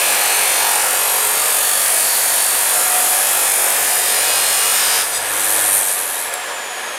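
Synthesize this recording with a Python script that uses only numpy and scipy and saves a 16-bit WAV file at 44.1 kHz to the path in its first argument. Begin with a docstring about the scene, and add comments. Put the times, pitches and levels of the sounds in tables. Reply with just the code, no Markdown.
"""Chop saw cutting steel

An abrasive chop saw grinds through steel angle iron in a small workshop. The same grit passes the steel on
every turn, so noise read round a slowly wearing rim rasps at wheel speed and rings the steel's resonances.
Once through, the warped wheel brushes the kerf (the slot it cut) twice a turn: pulsing, hissing noise.
The motor is switched off and whines down as a tone locked to its shaft, over filtered air noise and rumble."""
import sys
import numpy as np
from scipy import signal
from scipy.fft import rfft, irfft, next_fast_len
from scipy.io import wavfile
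from scipy.ndimage import uniform_filter1d, map_coordinates

SR = 44100
rng = np.random.default_rng(int(sys.argv[2]) if len(sys.argv) > 2 else 0)


def int16_out(signal):
    """Quantize to a 16-bit WAV file."""
    q = np.round(np.clip(np.atleast_2d(signal).T, -1, 1) * 32767)
    wavfile.write(sys.argv[1], SR, q.astype(np.int16))


N = 307804
TIME = np.arange(N) / SR
THROUGH_S, SWITCH_OFF_S = 5.0, 5.65   # the steel is cut through; the motor is switched off


def from_db(db):
    """Turn decibels into a gain."""
    return 10 ** (np.asarray(db) / 20)


def rms_one(x):
    """Scale a sound to an average power of 1."""
    return x / np.sqrt(np.mean(x ** 2) + 1e-20)


def in_time(rows):
    """Read each column of a curve at every sample, with straight lines between its points."""
    s, *columns = np.transpose(rows)
    return [np.interp(TIME, s, c) for c in columns]


def until(end_s, fade_s):
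    """Step smoothly from 1 down to 0, halfway at end_s."""
    return .5 - .5 * np.tanh((TIME - end_s) / fade_s)


def drift(rate):
    """Wander at random between points of spread 1, `rate` points per second."""
    knots = rng.standard_normal(4096)
    return np.interp(TIME * rate, np.arange(len(knots)), knots)


def noise():
    """White noise: every frequency equally strong."""
    return rng.standard_normal(N)


def coloured(x, spectrum):
    """Shape a sound by a broad curve of (f/Hz, level/dB), then scale it to rms 1."""
    hz, db = np.transpose(spectrum)
    size = next_fast_len(N + 4096, real=True)
    bins = np.maximum(np.fft.rfftfreq(size, 1 / SR), 1)
    gain = from_db(np.interp(np.log(bins), np.log(hz), db))
    return rms_one(irfft(rfft(x, size) * gain, size)[:N])


def resonate(x, modes):
    """Ring resonances of (f/Hz, width/Hz, level/dB) side by side, then scale to rms 1."""
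    out = 0
    for k, (hz, width, db) in enumerate(modes):
        r = np.exp(-np.pi * width / SR)   # a narrow resonance rings longer
        poles = [1, -2 * r * np.cos(2 * np.pi * hz / SR), r * r]
        ring = (1 - r * r) * signal.lfilter([1, 0, -1], poles, x)
        out = out + (-1) ** k * from_db(db) * ring   # neighbours get opposite signs
    return rms_one(out)


def lift(pitch, resonances):
    """Decibels a gliding tone gains as it passes resonances of (f/Hz, width/Hz, lift/dB)."""
    return sum(db / (1 + (2 * (pitch - hz) / width) ** 2) for hz, width, db in resonances)


# wheel speed in the steel, sagging as the hand leans harder: (t/s, speed/turns per s)
CUT_SPEED = [(0, 46.05), (.55, 46.12), (.8, 46.65), (1.2, 46.77), (1.4, 47.45), (2.6, 48.1), (3.1, 48.95),
             (3.45, 48.25), (4.0, 47.9), (4.2, 47.0), (4.55, 46.66)]
LOADED_TURNS_PER_S, FREE_TURNS_PER_S = 47.5, 51.5
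RUN_UP_S, HALVING_S = .22, 3.112   # time constant of the run-up; time for coasting to halve the speed


def wheel_speed():
    """Turns per second: held down by the cut, racing once through, then coasting against air drag."""
    loaded, = in_time(CUT_SPEED)
    racing_s = np.clip(TIME, THROUGH_S, SWITCH_OFF_S) - THROUGH_S
    driven = FREE_TURNS_PER_S + (loaded - FREE_TURNS_PER_S) * np.exp(-racing_s / RUN_UP_S)
    return driven / (1 + np.maximum(TIME - SWITCH_OFF_S, 0) / HALVING_S)


def ease():
    """How lightly the wheel runs: 0 at its usual loaded speed, 1 at free speed."""
    return (wheel_speed() - LOADED_TURNS_PER_S) / (FREE_TURNS_PER_S - LOADED_TURNS_PER_S)


def rim(turns, wear, size):
    """A random profile round the rim, read as it spins; a share `wear` is renewed on each turn."""
    keep = np.sqrt(1 - np.clip(wear, .01, 1))
    fresh = rng.standard_normal((512, size))
    profile = signal.lfilter([1], [1, -keep], fresh, axis=0).ravel()
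    position = (turns + 20) * size   # skip 20 turns, so the wear has settled
    return rms_one(map_coordinates(profile, [position], order=3))


# colour of the grinding rasp: (f/Hz, level/dB)
RASP = [(71, -46), (120, -36), (295, -18.5), (550, -2), (632, -7), (726, 0), (1030, -2.5), (1750, -2),
        (2230, -5.5), (2440, -4.5), (3210, -5.5), (5790, -7.5), (7500, -16.5), (9750, -14), (16500, -120)]
# colour of the sizzle of chips: (f/Hz, level/dB)
SIZZLE = [(3240, -12.5), (5500, -14), (6300, -5.5), (7020, -0.5), (7600, -2), (8700, 3.5), (10200, 1),
          (12200, -1.5), (14100, -5.5), (15600, -17.5)]
# level of the rasp before its trims: (t/s, bass level/dB, middle level/dB)
RASP_LEVEL = [(0, -23.5, -18), (.62, -23.5, -18.5), (.9, -27, -21.5), (1.35, -27, -21.5),
              (2.05, -33, -20.5), (2.7, -31, -22.5), (3.7, -27.3, -21.5), (4.5, -27, -20),
              (4.8, -27, -16.5)]
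# the steel's resonances change as the kerf deepens, one table a stage: (f/Hz, width/Hz, level/dB)
FIRST_BITE = [(2480, 160, -3), (3500, 24, -6), (4280, 41, -5), (5430, 51, -10), (6120, 77, -9),
              (7250, 28, -8), (7840, 34, -7), (8390, 24, -6), (9030, 38, 0), (9720, 48, -6),
              (10000, 36, -5), (10400, 57, -5), (11400, 55, -6), (12200, 20, -7), (13200, 130, -10),
              (14300, 35, -9)]
UPPER_LEG = [(894, 200, 0), (2930, 56, -4), (4790, 130, -7), (6960, 80, -7), (7740, 24, -4), (8670, 60, -1),
             (8920, 210, -1), (9400, 81, -3), (10000, 260, -2), (10400, 37, -4), (11200, 34, -4),
             (11400, 35, -3), (11800, 120, 0), (12200, 70, -4)]
CORNER = [(727, 130, -3), (4470, 64, -4), (4860, 73, -8), (6640, 42, -4), (7250, 89, -5), (8580, 63, -1),
          (8930, 65, 0), (9570, 150, 0), (9880, 46, -1), (10400, 310, 0), (10600, 29, -4), (11200, 68, -4),
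          (11800, 120, -3), (12500, 76, -4), (12800, 110, -7), (13700, 310, -9)]
LOWER_LEG = [(721, 150, -4), (2520, 61, -7), (3400, 120, -10), (5220, 41, -12), (6980, 140, -7),
             (8200, 53, -5), (8450, 140, -3), (8680, 29, -3), (8980, 76, -5), (9370, 36, -6),
             (9720, 170, -3), (10500, 140, 0), (10900, 140, -6), (11500, 170, -7), (12600, 180, -4),
             (13700, 53, -10)]
LAST_WEB = [(1820, 45, -5), (2380, 21, -7), (2850, 110, -6), (3390, 47, -7), (3690, 64, -8), (3920, 29, -9),
            (4170, 51, -8), (4900, 190, -8), (5390, 110, -8), (6580, 31, -8), (7080, 100, -6),
            (8320, 40, -5), (8870, 70, 0), (9350, 110, -7), (9710, 37, -8), (9950, 32, -4),
            (10400, 140, -9), (10700, 80, -7), (11800, 140, -12), (12100, 67, -10), (12600, 27, -10),
            (13600, 40, -12)]
# stages of the cut: (start t/s, end t/s, resonances, ring level/dB added to the sizzle's)
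STAGES = [(-.5, .62, FIRST_BITE, -4), (.62, 1.396, UPPER_LEG, -7), (1.41, 2.65, CORNER, -4),
          (2.65, 4.053, LOWER_LEG, -5), (4.045, 5.3, LAST_WEB, -5)]
# the nearly severed offcut chatters: (f/Hz, width/Hz, level/dB)
CHATTER = [(1630, 30, -2), (1820, 60, 0), (2380, 30, -2), (2850, 100, -11), (3400, 60, -6), (3700, 70, 0),
           (3920, 50, -2), (4180, 70, -3), (4980, 210, -2), (5400, 140, -2)]
# a lightly loaded wheel sizzles more and its high spot strikes harder:
# dB at loaded speed (sizzle before its trim), and rise in dB at free speed
SIZZLE_DB, SIZZLE_RISE_DB = -16.5, 2
HIGH_SPOT_DB, HIGH_SPOT_RISE_DB = 4.5, 3
THROUGH_FADE_S = 0.039


def grinding(turns):
    """Grit tears at the steel: a buzzing rasp, a sizzle of chips and the ringing of the workpiece."""
    low_db, mid_db = in_time(RASP_LEVEL)
    sizzle_db = SIZZLE_DB + SIZZLE_RISE_DB * ease()
    spot_db = HIGH_SPOT_DB + HIGH_SPOT_RISE_DB * ease()

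    # the rim is lumpy, and its highest spot hits once a turn
    spot = np.exp(2.6 * (np.cos(2 * np.pi * turns) - 1))
    pressure = from_db(spot_db * spot + 1.5 * rim(turns, wear=0.082, size=24))
    # keep the pulses but level out slower changes
    pressure = pressure / np.sqrt(uniform_filter1d(pressure ** 2, size=4096))

    # big grains last for many turns, fine ones break away sooner
    coarse = rim(turns, wear=.16, size=1024) * pressure ** .1
    fine = rim(turns, wear=.42, size=1280) * pressure
    knocks = rim(turns, wear=.3, size=1280) * pressure ** .8

    # the low rasp is half repeating buzz, half loose roar of the spark stream
    low_pass = signal.butter(2, 1400, fs=SR, output="sos")
    rasp = coloured(coarse, RASP)
    buzz = signal.sosfiltfilt(low_pass, rasp)
    roar = signal.sosfiltfilt(low_pass, coloured(noise(), RASP))
    out = from_db(low_db - 3.0) * rms_one(buzz + roar)
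    out += from_db(mid_db - 4.5) * rms_one(rasp - buzz)
    out += from_db(sizzle_db - 1.5) * coloured(fine, SIZZLE)

    for start, end, modes, ring_db in STAGES:
        stage = until(end, 0.25) - until(start, 0.097)
        out += stage * from_db(sizzle_db + ring_db) * resonate(knocks, modes)
    loose = 1 - until(4.9, 0.17)
    out += from_db(-30) * loose * resonate(coarse, CHATTER)
    out += squeals(knocks)

    # keep the grinding free of bass below about 250 Hz
    out = signal.sosfilt(signal.butter(3, 250, "high", fs=SR, output="sos"), out)
    return out * until(THROUGH_S + THROUGH_FADE_S, THROUGH_FADE_S)


# steady bands, from narrow squeals to a broad rasping one near 2.4 kHz:
# (start t/s, end t/s, f/Hz, half of each filter's width/Hz, level/dB)
SQUEALS = [(-.2, 0.534, 2300, 170, -33.5), (.1, .6, 4270, 45, -39), (.2, .65, 3500, 25, -38),
           (0.346, .8, 9030, 50, -29), (0.546, 0.848, 850, 110, -28.5), (.95, 1.35, 11600, 110, -27),
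           (1.3, 2.4, 4530, 59.6, -34.5), (1.35, 2.0, 1215, 70.5, -33), (2.3, 3.7, 10240, 149, -28),
           (2.75, 3.15, 1197, 70, -33), (3.6, 4.202, 1763, 50, -33), (4.15, 4.62, 4210, 50, -40),
           (4.15, 4.55, 577, 90, -32.5), (3.4, 4.7, 2410, 220, -33), (4.4, 5.0, 8900, 110, -34)]


def squeals(grit):
    """Squeals by stick-slip, saturated so that they hold a steady level, and a broad rasping band."""
    out = np.zeros(N)
    for start, end, hz, half_width, db in SQUEALS:
        mode = [(hz, half_width * 2, 0)]
        ring = resonate(resonate(grit, mode), mode)   # filtered twice for a purer tone
        steady = ring / np.sqrt(uniform_filter1d(ring ** 2, size=2048) + 1e-6)
        out += from_db(db) * (until(end, 0.087) - until(start, 0.042)) * steady
    return out


# colour of the rubbing hiss: (f/Hz, level/dB)
RUB_COLOUR = [(2060, -42), (3500, -23), (3630, -8), (3990, -8), (5420, -16), (5770, -8.5), (7510, -3.5),
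              (8570, 0.5), (11200, -1.5), (14200, -9.5), (15600, -26)]
# the severed ends ringing against the wheel's flanks: (f/Hz, width/Hz, level/dB)
CUT_ENDS = [(7980, 120, -7), (8790, 200, 0), (9250, 200, -1), (10300, 150, -3), (10700, 150, -3),
            (11600, 230, -1), (12650, 180, -5), (13700, 100, -10)]
# the offcut's ring when it is knocked: (f/Hz, width/Hz, level/dB)
OFFCUT = [(3600, 200, -5), (4900, 140, -2), (6020, 140, -4), (6890, 160, -4), (7980, 120, -2),
          (8600, 200, 0), (10300, 150, -3), (13900, 100, -6)]
# knocks: the cut breaking through, the offcut clanking, a light catch, ticks as the wheel leaves the kerf:
# (t/s, level/dB, length/s, ring of the offcut inside it, level/dB)
KNOCKS = [(5.07, -22.5, 0.037, -12), (5.156, -28, 0.026, 6.5), (5.9, -27, 0.032, -14),
          (6.328, -28, .003, -17), (6.340, -15.5, 0.0018, -22), (6.354, -35, 0.0075, -11)]
# the flanks brush the kerf as the wheel is raised: the hiss swells, holds, drops as the pressure eases, and fades
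RUB_DB, RUB_FULL_S, RUB_EASES_S = -16, 5.38, 5.81
RUB_SWELL_DB_PER_S, RUB_FADE_DB_PER_S = 59, 10.5
RUB_EASE_DB, RUB_RAGGED_DB = 3, 0.8   # size of the drop; random unevenness


def rubbing(turns):
    """The wobbling wheel touches each side of the kerf once a turn, with a few knocks and ticks."""
    hiss_db = RUB_DB - RUB_SWELL_DB_PER_S * np.maximum(RUB_FULL_S - TIME, 0)
    hiss_db -= RUB_FADE_DB_PER_S * np.maximum(TIME - RUB_EASES_S, 0)
    hiss_db -= RUB_EASE_DB * (1 - until(RUB_EASES_S, .015))
    hiss_db += RUB_RAGGED_DB * drift(20)
    # two touches a turn, a little uneven
    touch = rms_one(from_db(3.9 * np.cos(4 * np.pi * turns) + 0.67 * drift(150)))
    in_kerf = until(6.28, 0.051) - until(5.07, 0.027)

    # deep in the kerf the steel rings in patches; as the wheel lifts out a thin bright hiss takes over
    hiss = coloured(noise(), RUB_COLOUR)
    deep = until(5.93, 0.064)
    ringing = np.zeros(N)
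    for hz, width, db in CUT_ENDS:
        ringing += from_db(db + 5.0 * drift(12)) * resonate(noise(), [(hz, width, 0)])
    thin = resonate(noise(), [(10300, 660, 0), (13000, 1300, -9)])
    scrape = from_db(-3.5) * hiss
    scrape += from_db(-3) * deep * rms_one(ringing)
    scrape += from_db(-4) * (1 - deep) * thin

    # pressed hard against the flanks, the wheel makes the guard's body rasp as well
    body = from_db(-16) * until(5.74, .04) * resonate(noise(), [(1310, 270, -2), (1860, 730, -3)])
    out = from_db(hiss_db) * touch * in_kerf * (scrape + body)

    offcut = resonate(noise(), OFFCUT)
    for s, db, length, ring_db in KNOCKS:
        bump = np.exp(-.5 * ((TIME - s) / length) ** 2)
        out += from_db(db) * bump * (scrape + from_db(ring_db) * offcut)
    return out


# colour of the fan roar: (f/Hz, level/dB)
AIR_COLOUR = [(30, -38), (130, -30), (200, -27), (260, -18), (350, -14.5), (500, -10), (1000, -4),
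              (1750, -7), (2400, -7.5), (3400, -11.5), (4500, -15.5), (6600, -16.5), (8300, -15.5),
              (9700, -12), (12000, -21), (14000, -24), (15600, -43)]
# hollow resonances of the guard: (f/Hz, width/Hz, level/dB)
GUARD = [(440, 50, -6), (544, 60, 0), (735, 80, -1), (910, 70, -4), (1720, 110, 1), (2420, 100, -9),
         (3290, 230, -10)]
# air through the guard swells only while the wheel races: dB before mixing its two parts, rise in dB at free speed
AIR_DB, AIR_RISE_DB = -24.5, 3.5


def air():
    """Fan roar, partly tuned by the hollow guard."""
    air_db = AIR_DB + AIR_RISE_DB * np.maximum(ease(), 0)
    roar = from_db(-2.5) * coloured(noise(), AIR_COLOUR)
    hollow = from_db(-6.0) * resonate(noise(), GUARD)
    return from_db(air_db + .5 * drift(30)) * (roar + hollow)


# unbalance of wheel and armature, before the changes below:
# (multiple of wheel speed, cutting level/dB, running free level/dB)
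ORDERS_DB = [(1, -57.5, -58), (2, -62, -61), (5, -60.5, -60), (6.25, -74, -53.5), (7, -64, -70),
             (9, -52, -59)]
# the housing swells any order that passes these resonances: (f/Hz, width/Hz, lift/dB)
HOUSING = [(231.2, 5.3, 10), (321, 12, 15.5), (424.7, 11, 12)]
# peaks and a notch of the motor casing that the whine slides through: (f/Hz, width/Hz, lift/dB)
CASING = [(8600, 300, 9), (7900, 350, -11), (7630, 250, 7)]
# the saw shakes its base more as the kerf deepens (this slope is divided by the order's multiple)
SHAKE_DB_PER_S = 1
# shaking and bench rumble die away as the wheel slows (dB lost per halving of speed)
SHAKE_LOSS_DB, RUMBLE_LOSS_DB = 20, 40
# whine of the coasting motor (cycles per turn, dB before the casing), and its octave (dB re the whine)
WHINE_ORDER, WHINE_DB, WHINE_OCTAVE_DB = 180, -39, -28
MAINS_HZ, HUM_LINGERS_S = 50, 0.16


def motor(turns):
    """Unbalance tones, a rough whine locked to the shaft, and mains hum that dies after switch-off."""
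    cutting = until(THROUGH_S + 0.15, 0.048)
    powered = until(SWITCH_OFF_S + HUM_LINGERS_S, .03)
    speed = wheel_speed()
    shake_db = SHAKE_DB_PER_S * (TIME - THROUGH_S / 2) * cutting
    halvings = np.log2(1 + np.maximum(TIME - SWITCH_OFF_S, 0) / HALVING_S)

    tones = np.zeros(N)
    for multiple, cut_db, free_db in ORDERS_DB:
        db = cutting * cut_db + (1 - cutting) * free_db
        db += lift(multiple * speed, HOUSING) + shake_db / multiple
        db += .35 * multiple * drift(9) - SHAKE_LOSS_DB * halvings
        tones += from_db(db) * np.sin(2 * np.pi * (multiple * turns + rng.random()))

    # the whine is heard only once the power is gone
    whine_db = WHINE_DB + lift(WHINE_ORDER * speed, CASING) + 2.5 * drift(45)
    angle = 2 * np.pi * WHINE_ORDER * turns + .8 * drift(160)   # random jitter makes it rough
    whine = np.sin(angle) + from_db(WHINE_OCTAVE_DB) * np.sin(2 * angle)
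    tones += from_db(whine_db) * (1 - powered) * whine
    # hum at twice the mains frequency
    tones += from_db(-51.0 - 7.5 * cutting) * powered * np.sin(2 * np.pi * 2 * MAINS_HZ * TIME)

    # the bench rumbles under the spinning saw
    rumble_db = -50.5 - 4.0 * cutting - RUMBLE_LOSS_DB * halvings
    rumble = from_db(rumble_db) * resonate(noise(), [(160, 80, 0)])
    return np.sqrt(2) * tones + rumble   # root 2 makes the tones' dB an rms level


def workshop(x, t60, wet_db):
    """Dense short reflections from bench and walls, fading by 60 dB in t60 seconds."""
    t = TIME[:SR // 2]
    tail = rng.standard_normal(len(t)) * from_db(-60 * t / t60) * (t > .003)
    return x + from_db(wet_db) * signal.fftconvolve(x, tail / np.linalg.norm(tail))[:N]


# uneven bite makes the wheel's speed waver in the steel
WAVER_TURNS_PER_S = .03


def scene():
    """The wheel's angle drives grinding, rubbing and motor; one mono mix feeds both channels."""
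    waver = WAVER_TURNS_PER_S * drift(6) * until(THROUGH_S, .05)
    turns = np.cumsum(wheel_speed() + waver) / SR
    saw = workshop(grinding(turns) + rubbing(turns) + air(), t60=0.32, wet_db=-9.5)
    return np.tile(saw + motor(turns), (2, 1))


CUTOFF_HZ = 15750


def record(dry):
    """Peaks are rounded and the top is cut."""
    rounded = .8 * np.tanh(dry / .8)
    top_cut = signal.ellip(12, .1, 90, CUTOFF_HZ, fs=SR, output="sos")
    return signal.sosfilt(top_cut, rounded)


dry = scene()
out = record(dry)
int16_out(out)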